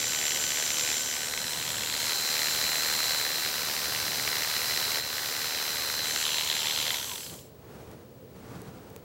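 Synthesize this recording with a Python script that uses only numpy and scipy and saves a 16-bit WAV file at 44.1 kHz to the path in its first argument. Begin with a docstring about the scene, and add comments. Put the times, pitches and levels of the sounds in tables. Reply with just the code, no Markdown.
"""Dog clippers at work

Electric clippers shave a dog's leg on a towel, then are lifted, switched off and coast to a stop.
A geared mains motor whines in steady tones; the blade knocks at both ends of its stroke (short filtered
pushes) and hisses as it slides (filtered noise). Hands and cord brush and tick softly, during and after.
Underneath lies a quiet room of filtered noise with hum and a thin electronic whistle."""
import sys
import numpy as np
from scipy import signal
from scipy.fft import rfft, irfft, next_fast_len
from scipy.io import wavfile

SR = 44100
rng = np.random.default_rng(int(sys.argv[2]) if len(sys.argv) > 2 else 0)


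def store_pcm(level_fs):
    """Save levels as 16-bit WAV."""
    pcm = np.round(np.clip(level_fs, -1, 1) * 32767).astype(np.int16)
    wavfile.write(sys.argv[1], SR, np.atleast_2d(pcm).T)


N = 398650
T = np.arange(N) / SR  # time of every sample, s
STROKES_PER_TURN, MAINS_HZ, TOP_HZ = 3 / 10, 60, 15800
OFF_S, COAST_S, DRAG_S = 6.958, 0.62, 1.3  # switch-off time, coasting time, air drag time constant


def amp(db):
    """Turns decibels into gain."""
    return 10 ** (np.asarray(db) / 20)


def curve(rows):
    """Draws straight lines through (time, value) rows to make a control over time."""
    times, values = np.transpose(rows)
    return np.interp(T, times, values)


def noise():
    """White noise of unit level."""
    return rng.standard_normal(N)


def walk(rate):
    """Random wander with a spread near 1: chance values, `rate` a second, joined by straight lines."""
    knots = rng.standard_normal(4096)
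    return np.interp(T * rate, np.arange(len(knots)), knots)


def ramp(start, length):
    """Rises from 0 to 1 over the given time."""
    return np.clip((T - start) / max(length, 1 / SR), 0, 1)


def bell(distance, width):
    """A smooth hump, half as high at half the width to either side."""
    return 0.5 ** ((2 * distance / width) ** 2)


def colour(x, hz, db, size=4096):
    """Causal filter that gives white input of unit level this spectrum in dB per Hz."""
    f = np.maximum(np.arange(size // 2 + 1) * SR / size, 1)
    gain = amp(np.interp(np.log(f), np.log(hz), db)) * np.sqrt(SR / 2)
    # folding the cepstrum onto positive times makes the filter respond without waiting
    cepstrum = irfft(np.log(gain))
    cepstrum[1:size // 2] *= 2
    cepstrum[size // 2 + 1:] = 0
    response = irfft(np.exp(rfft(cepstrum)))
    return signal.oaconvolve(x, response)[:N]


def radiate(x, table, pose, resonances=()):
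    """The housing sends a different spectrum, with its resonances more or less exposed, in each pose."""
    hz, *spectra = np.transpose(table)
    f = np.geomspace(20, SR / 2, 1024)
    spectra = np.array([np.interp(np.log(f), np.log(hz), db) for db in spectra])
    for centre, width, *boost in resonances:
        spectra = spectra + np.outer(boost, bell(f - centre, width))
    return sum(np.sqrt(share) * colour(x, f, db) for share, db in zip(pose, spectra))


def impulses(times, sizes):
    """Single-sample pushes at the given times."""
    return np.bincount(np.clip(times * SR, 0, N - 1).astype(int), sizes, N)


def decay(x, seconds):
    """Gives every push an exponential tail."""
    return signal.lfilter([1], [1, -np.exp(-1 / (seconds * SR))], x)


def disperse(x, lag_s, at_hz=1000):
    """Bending waves cross the housing faster the higher they are, which spreads a blow out in time."""
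    f = np.arange(N // 2 + 1) * SR / N
    phase = 2 * np.pi * 2 * lag_s * np.sqrt(f * at_hz)
    return irfft(rfft(x) * np.exp(-1j * phase), N)


# moves of the hand, starting from blade plate up: t/s, length/s,
# shares reached (0-1) of plate up, turning over, lifted; what remains is nose down in the fur
HAND_MOVES = [(1.11, 0.2, 0.17, 1, 0.033), (1.47, 0.096, .04, 0.71, 0.33), (1.96, 0.22, 0.23, 0.064, 0),
              (2.399, 1.16, 0.03, 0, 0), (6.025, 0.095, 0.39, 0.38, 0.17), (6.18, 0.073, 0.01, 0.021, 1),
              (6.606, 1.5, 0, .22, .78)]


def held_pose():
    """Shares of plate up, turning over, nose down and lifted; each move blends into the next hold."""
    shares = np.outer([1, 0, 0], np.ones(N))
    for start, length, *reached in HAND_MOVES:
        target = np.clip(reached, 0, 1)[:, None]
        shares = shares + ramp(start, length) * (target - shares)
    plate_up, turning, lifted = shares
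    nose_down = np.maximum(1 - plate_up - turning - lifted, 0)
    return np.array([plate_up, turning, nose_down, lifted])


def speed_share():
    """Full speed under power; without current, friction and air drag stop the armature."""
    coast = np.maximum(T - OFF_S, 0)
    return np.maximum(1 - coast / COAST_S, 0) * np.exp(-coast / DRAG_S)


# turns a second of the motor shaft, before the slowing of the coast: t/s, f/Hz
SHAFT_SPEED = [(0.3, 251.38), (1.1, 252.79), (1.7, 255.0), (1.9, 256.72), (2.9, 256.71), (3.5, 252.71),
               (3.9, 254.21), (4.5, 253.62), (4.7, 254.84), (5.3, 254.02), (5.5, 254.96), (6.3, 255.52)]


def shaft_turns():
    """Adds up the shaft speed to get the turns made so far."""
    return np.cumsum(curve(SHAFT_SPEED) * speed_share()) / SR


# passes through the fur: start t/s, time to bite in/s, end t/s, release/s,
# added rattle level/dB, added hiss level/dB (both before the build-up of fur)
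FUR_PASSES = [(-.1, .05, 0.95, 0.25, 4.5, 3.6), (1.852, 0.51, 3.22, 0.11, 3.5, 4),
              (3.22, 0.15, 4.98, 0.04, 4.5, 4.5), (5.0, 0.19, 5.92, 0.2, 3.5, 3.3)]
BUILD_DB_PER_S = 0.95  # a pass grows louder as fur piles up in front of the blade
# rattle and hiss in dB: running light, added when held clear of the leg, added with the current off
LIGHT_DB, CLEAR_DB, UNPOWERED_DB = (-4.5, -3), (6, 5.5), (-2, -2.5)
# both fall as powers of the speed; the hiss holds up until the speed nears the knee (share of full)
RATTLE_POWER, HISS_POWER, HISS_KNEE = 1.55, 2.6, 0.32


def blade_work(lifted, slack_s=0.027):
    """Rattle and hiss in dB: both grow in the fur or held clear, and die away with the speed."""
    db = np.array(LIGHT_DB)[:, None] + np.outer(CLEAR_DB, lifted)
    db = db + np.outer(UNPOWERED_DB, ramp(OFF_S, slack_s))
    for start, bite, end, release, *added_db in FUR_PASSES:
        in_fur = ramp(start, bite) * (1 - ramp(end, release))
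        db = db + in_fur * (np.array(added_db)[:, None] + BUILD_DB_PER_S * (T - start))
    speed = np.maximum(speed_share(), 1e-3)
    slowing = [speed ** RATTLE_POWER, np.tanh(speed / HISS_KNEE) ** HISS_POWER]
    return db + 20 * np.log10(slowing)


# the hardest blade knocks, before a common boost and the housing: t/s, level/dB
HARD_KNOCKS = [(0.7297, -21), (0.8101, -14.5), (0.9009, -14.5), (1.3369, -17), (1.3758, -15.5),
               (1.6776, -19), (2.392, -16), (3.0415, -15), (3.2505, -16), (4.2752, -10), (4.4333, -14.5),
               (4.7745, -12), (4.8264, -16), (5.9918, -14), (6.1609, -15), (6.2267, -19), (6.2652, -14),
               (6.3435, -14), (6.3829, -14), (6.4991, -12), (6.7745, -12.5), (6.7865, -15)]
# how the housing colours a knock, before its loudness:
# f/Hz, level/dB (per Hz) for plate up, turning, nose down, lifted
KNOCK_SPECTRA = [(199, -87.5, -89, -94, -105), (530, -76.5, -83, -74, -81),
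                 (1020, -84.5, -87, -84.5, -82.5), (1540, -76.5, -73.5, -72.5, -81.5),
                 (2010, -69.5, -72, -71.5, -72.5), (2360, -72, -81.5, -74.5, -75),
                 (3500, -72.5, -80, -77.5, -67), (4830, -74, -77.5, -77, -76),
                 (6070, -75.5, -80, -76.5, -86), (7650, -92, -93, -112, -105),
                 (13600, -99, -103, -102, -101)]


def knocks(turns, pose, rattle_db, scatter_db=2.67, chatter_s=0.0012, hard_db=19.0,
           blow_db=-3.5, chatter_db=-3.0):
    """The drive takes up its play at each reversal: a blow of fixed shape, then brief random chatter."""
    strokes = turns * STROKES_PER_TURN
    k = np.arange(int(strokes[-1]))
    chance = rng.standard_normal((1024, 2))[:len(k)]
    times = np.interp(k + 0.0704 + 0.05 * (k % 2), strokes, T)  # out and back differ a little
    times = times + 0.00004 * chance[:, 0]
    sizes = amp(np.interp(times, T, rattle_db) + scatter_db * np.minimum(chance[:, 1], 1))
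    for s, db in HARD_KNOCKS:
        nearest = np.argmin(abs(times - s))
        sizes[nearest] = amp(db + hard_db)
    blows = disperse(impulses(times - 0.002, sizes), 0.0045)
    # two tails in a row make the chatter swell, then fade; the division gives it unit energy
    burst = decay(decay(impulses(times, sizes), chatter_s), chatter_s)
    burst = burst / np.sqrt((chatter_s * SR) ** 3 / 4)
    push = amp(blow_db) * blows + amp(chatter_db) * burst * np.sign(noise())
    spacing = OFF_S * SR / len(k)  # samples per knock, evens out the power
    return radiate(push * np.sqrt(spacing), KNOCK_SPECTRA, pose)


# running noise of blade and gears, before its loudness:
# f/Hz, level/dB (per Hz) for plate up, turning, nose down, lifted
RUNNING_SPECTRA = [(40.0, -105.0, -105.0, -105.0, -105.0), (103, -96, -78, -96, -94),
                   (253, -80, -86, -84, -90), (517, -77.5, -77, -80, -82), (1240, -76, -80.5, -74, -81),
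                   (2700, -75.5, -76.5, -77, -74.5), (4970, -74, -78, -70.5, -75.5),
                   (6270, -68, -81, -79, -77.5), (8970, -77, -79, -81, -84.5),
                   (10250, -81, -87, -81.5, -81), (12250, -79, -81, -76.5, -81.5),
                   (15400, -86, -93, -81, -87)]
# blade and housing resonances: f/Hz, width/Hz, boost level/dB for plate up, turning, nose down, lifted
HOUSING_RESONANCES = [(945, 230, 1, 5, 2.5, 9.5), (1970, 160, 2, 5, 5.5, -9.5),
                      (3210, 410, 4, -15, -3.5, 6.5), (4135, 380, 4, 11, 3.5, 3.5),
                      (6080, 390, -1.5, 0, 3.5, 2.5), (7290, 480, 10.5, 5, 0.5, 8),
                      (7810, 680, 0.8, 11, 2, 1), (11030, 470, 4, 7, 1, 4), (11300, 430, -5.5, 1, 1.5, -7),
                      (13060, 900.0, 7, 3, -3.5, 3), (14100, 900.0, 1, 7, 4, 1)]


def running_noise(turns, pose, rattle_db, hiss_db, split_hz=6000, mains_depth=0.046,
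                  stroke_depth=0.097, grain_db=0.85, noise_db=-1.02):
    """Gears churn and the blade slides; brushes fizz with each half wave of the mains."""
    fizz = 1 + mains_depth * (T < OFF_S) * np.cos(2 * np.pi * 2 * MAINS_HZ * T)
    slide = 1 + stroke_depth * np.cos(2 * np.pi * (turns * STROKES_PER_TURN - 0.2))
    grain = amp(noise_db + grain_db * walk(500))
    sound = radiate(noise() * fizz * slide * grain, RUNNING_SPECTRA, pose, HOUSING_RESONANCES)
    # the rattle level drives the lows, the hiss level the highs
    low = signal.sosfiltfilt(signal.butter(2, split_hz, fs=SR, output="sos"), sound)
    return low * amp(rattle_db) + (sound - low) * amp(hiss_db)


# each blade band also swings in level with chance
def lobes(x, moving, held_db=1.0, moving_db=2.5, full_hz=7500, count=24):
    """Treble leaves the housing in narrow lobes: bands swell and fade, faster while it is swung about."""
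    size = next_fast_len(N)
    f = np.arange(size // 2 + 1) * SR / size
    spectrum, out = rfft(x, size), 0
    centres, spacing = np.linspace(0, TOP_HZ, count, retstep=True)
    swing = np.array([held_db * walk(2.83) + moving_db * moving * walk(11) for _ in range(count + 1)])
    # what one lobe gains, its neighbour loses
    for hz, db in zip(centres, np.diff(swing, axis=0) / np.sqrt(2)):
        band = irfft(spectrum * np.maximum(1 - abs(f - hz) / spacing, 0), size)[:N]
        out = out + band * amp(min(hz / full_hz, 1) * db)
    return out


# motor tones, before a common trim and flicker:
# multiple of the shaft speed, level/dB for plate up, turning, nose down, lifted
SHAFT_TONES = [(1, -58, -64, -67, -70), (2, -58, -59, -70, -63), (3, -62, -63, -57, -61),
               (6, -48, -51, -49, -60), (9, -60, -70, -62, -58), (12, -48, -70, -62, -53),
               (20, -52, -59, -53, -60), (21, -54, -70, -55, -69), (23, -48, -56, -57, -64),
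               (25, -56, -59, -54, -64), (29, -46, -57, -51, -61), (32, -54, -58, -57, -70),
               (47, -66, -70, -61, -70)]
# slot whine, each of its three lines before lean and flicker: t/s, level/dB
SLOT_WHINE = [(0, -49), (1.15, -50), (1.45, -45), (1.8, -54), (2.15, -39.5), (3.25, -39), (3.75, -47),
              (4.2, -44.5), (4.85, -40.5), (5.2, -47), (5.7, -43), (6.05, -41.5), (6.2, -49), (6.38, -41),
              (6.95, -49)]
# the motor's high whistle, before flicker: level/dB for plate up, turning, nose down, lifted
MOTOR_WHISTLE = (-43, -43.5, -58, -45.5)
WHINE_ORDER, WHISTLE_ORDER = 16, 24  # multiples of the shaft speed


def motor_tones(turns, pose, wobble_turns=0.001, flicker_db=1.7, tones_db=-0.7, whistle_flicker_db=2.5):
    """Shaft harmonics, a slot whine that the mains splits into three lines, and a higher whistle."""
    angle = 2 * np.pi * (turns + wobble_turns * walk(45))
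    whine = amp(curve(SLOT_WHINE))
    whistle = amp(np.array(MOTOR_WHISTLE) @ pose + whistle_flicker_db * walk(5.7))
    out = whistle * np.sin(WHISTLE_ORDER * angle)
    for order, *db in SHAFT_TONES:
        level = np.sqrt(amp(db) ** 2 @ pose) * amp(tones_db + flicker_db * walk(14))
        out = out + level * np.sin(order * angle + rng.uniform(0, 2 * np.pi))
    for side in (-1, 0, 1):
        shift = side * 2 * np.pi * 2 * MAINS_HZ * T
        lean_db = -(4 * side + 2) * pose[0]  # plate up, the lowest line carries best
        out = out + whine * amp(lean_db + 1.1 * walk(13)) * np.sin(WHINE_ORDER * angle + shift)
    powered = np.exp(-np.maximum(T - OFF_S, 0) / 0.035)  # fades quickly without current
    return np.sqrt(2) * out * powered


# the quiet room's noise, before a small flicker: f/Hz, level/dB (per Hz)
ROOM_SPECTRUM = [(25, -102), (45, -100), (65, -78), (125, -75), (200, -78), (330, -81.5), (460, -75.5),
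                 (700, -88.5), (1500, -99.5), (4000, -103), (8000, -108), (15000, -109)]
TUBE_WHISTLE_HZ = 15734


def room(whistle_db=-63, hum_db=-66):
    """Ventilation rumble, mains hum and the line whistle of a picture tube."""
    air = colour(noise() * amp(0.91 * walk(5.3)), *np.transpose(ROOM_SPECTRUM))
    whistle = amp(whistle_db + 0.99 * walk(5)) * np.sin(2 * np.pi * TUBE_WHISTLE_HZ * T)
    hum = amp(hum_db) * np.sin(2 * np.pi * 2 * MAINS_HZ * T)
    return air + np.sqrt(2) * (whistle + hum)


# hands and cord brush the towel: middle t/s, length/s, level/dB (relative to the towel spectrum)
TOWEL_BRUSHES = [(1.7, 0.43, -4.5), (2.6, 0.27, -8), (4.05, 0.68, -5), (4.848, 0.25, -7), (7.33, 0.062, -3),
                 (7.825, 0.22, -2), (8.506, 0.15, 1.5), (8.72, .35, -2.5)]
REST_DB = -17.5  # rubbing level between brushes, on the same scale
# rubbing on the towel, before the brush level: f/Hz, level/dB (per Hz)
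TOWEL_SPECTRUM = [(30, -95), (70, -71.5), (130, -68), (250, -73), (480, -80), (800, -81), (1500, -87),
                  (3000, -96.5), (7000, -99.5), (15000, -108)]
# small handling ticks, before the tick and thud gains: t/s, level/dB
HANDLING_TICKS = [(7.9147, -34), (8.6183, -29.5), (8.9026, -36), (8.963, -25.5)]


def handling(grain_db=2.0, tick_db=-6.0, tick_s=0.00044, thud_db=-13, thud_hz=430, thud_s=0.011):
    """Soft brushes over the towel that swell and fade, and a few ticks, each with a small thud."""
    power = amp(REST_DB) ** 2
    for middle, length, db in TOWEL_BRUSHES:
        power = power + amp(db) ** 2 * bell(T - middle, length)
    rub = colour(noise() * np.sqrt(power) * amp(grain_db * walk(50)), *np.transpose(TOWEL_SPECTRUM))
    s, db = np.transpose(HANDLING_TICKS)
    taps = impulses(s, amp(db))
    ticks = decay(taps, tick_s) * noise()
    ring = np.sin(2 * np.pi * thud_hz * T) * np.exp(-T / thud_s)
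    thuds = signal.fftconvolve(taps, ring)[:N]
    return rub + amp(tick_db) * ticks + amp(thud_db) * thuds


# harmonics that fall through a housing resonance as the motor coasts:
# multiple of the shaft speed, centre f/Hz, width/Hz, level/dB (before flicker), phase roughness/rad
COASTING_TONES = [(6, 1000, 160, -44, .5), (48, 5000, 700, -47.5, 2.6)]


def run_down(turns, flicker_db=3, rough_rate=400):
    """As the motor slows, its harmonics sing out briefly where they cross a housing resonance."""
    shaft_hz, out = np.gradient(turns) * SR, 0
    for order, centre_hz, width_hz, db, rough in COASTING_TONES:
        phase = 2 * np.pi * order * turns + rough * walk(rough_rate)
        tone = amp(db + flicker_db * walk(90)) * np.sin(phase)
        out = out + tone * np.exp(-((order * shaft_hz - centre_hz) / width_hz) ** 2)
    return out


def scene():
    """Adds up the clippers, the hands and the room."""
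    pose = held_pose()
    _, turning, _, lifted = pose
    rattle_db, hiss_db = blade_work(lifted)
    turns = shaft_turns()
    blade = knocks(turns, pose, rattle_db) + running_noise(turns, pose, rattle_db, hiss_db)
    clippers = lobes(blade, turning + lifted) + motor_tones(turns, pose) + run_down(turns)
    return (clippers + room() + handling())[None]


def record(dry):
    """The recorder cuts the top with a steep low-pass filter."""
    return signal.sosfilt(signal.ellip(12, 0.1, 80, TOP_HZ, fs=SR, output="sos"), dry)


dry = scene()
out = record(dry)
store_pcm(out)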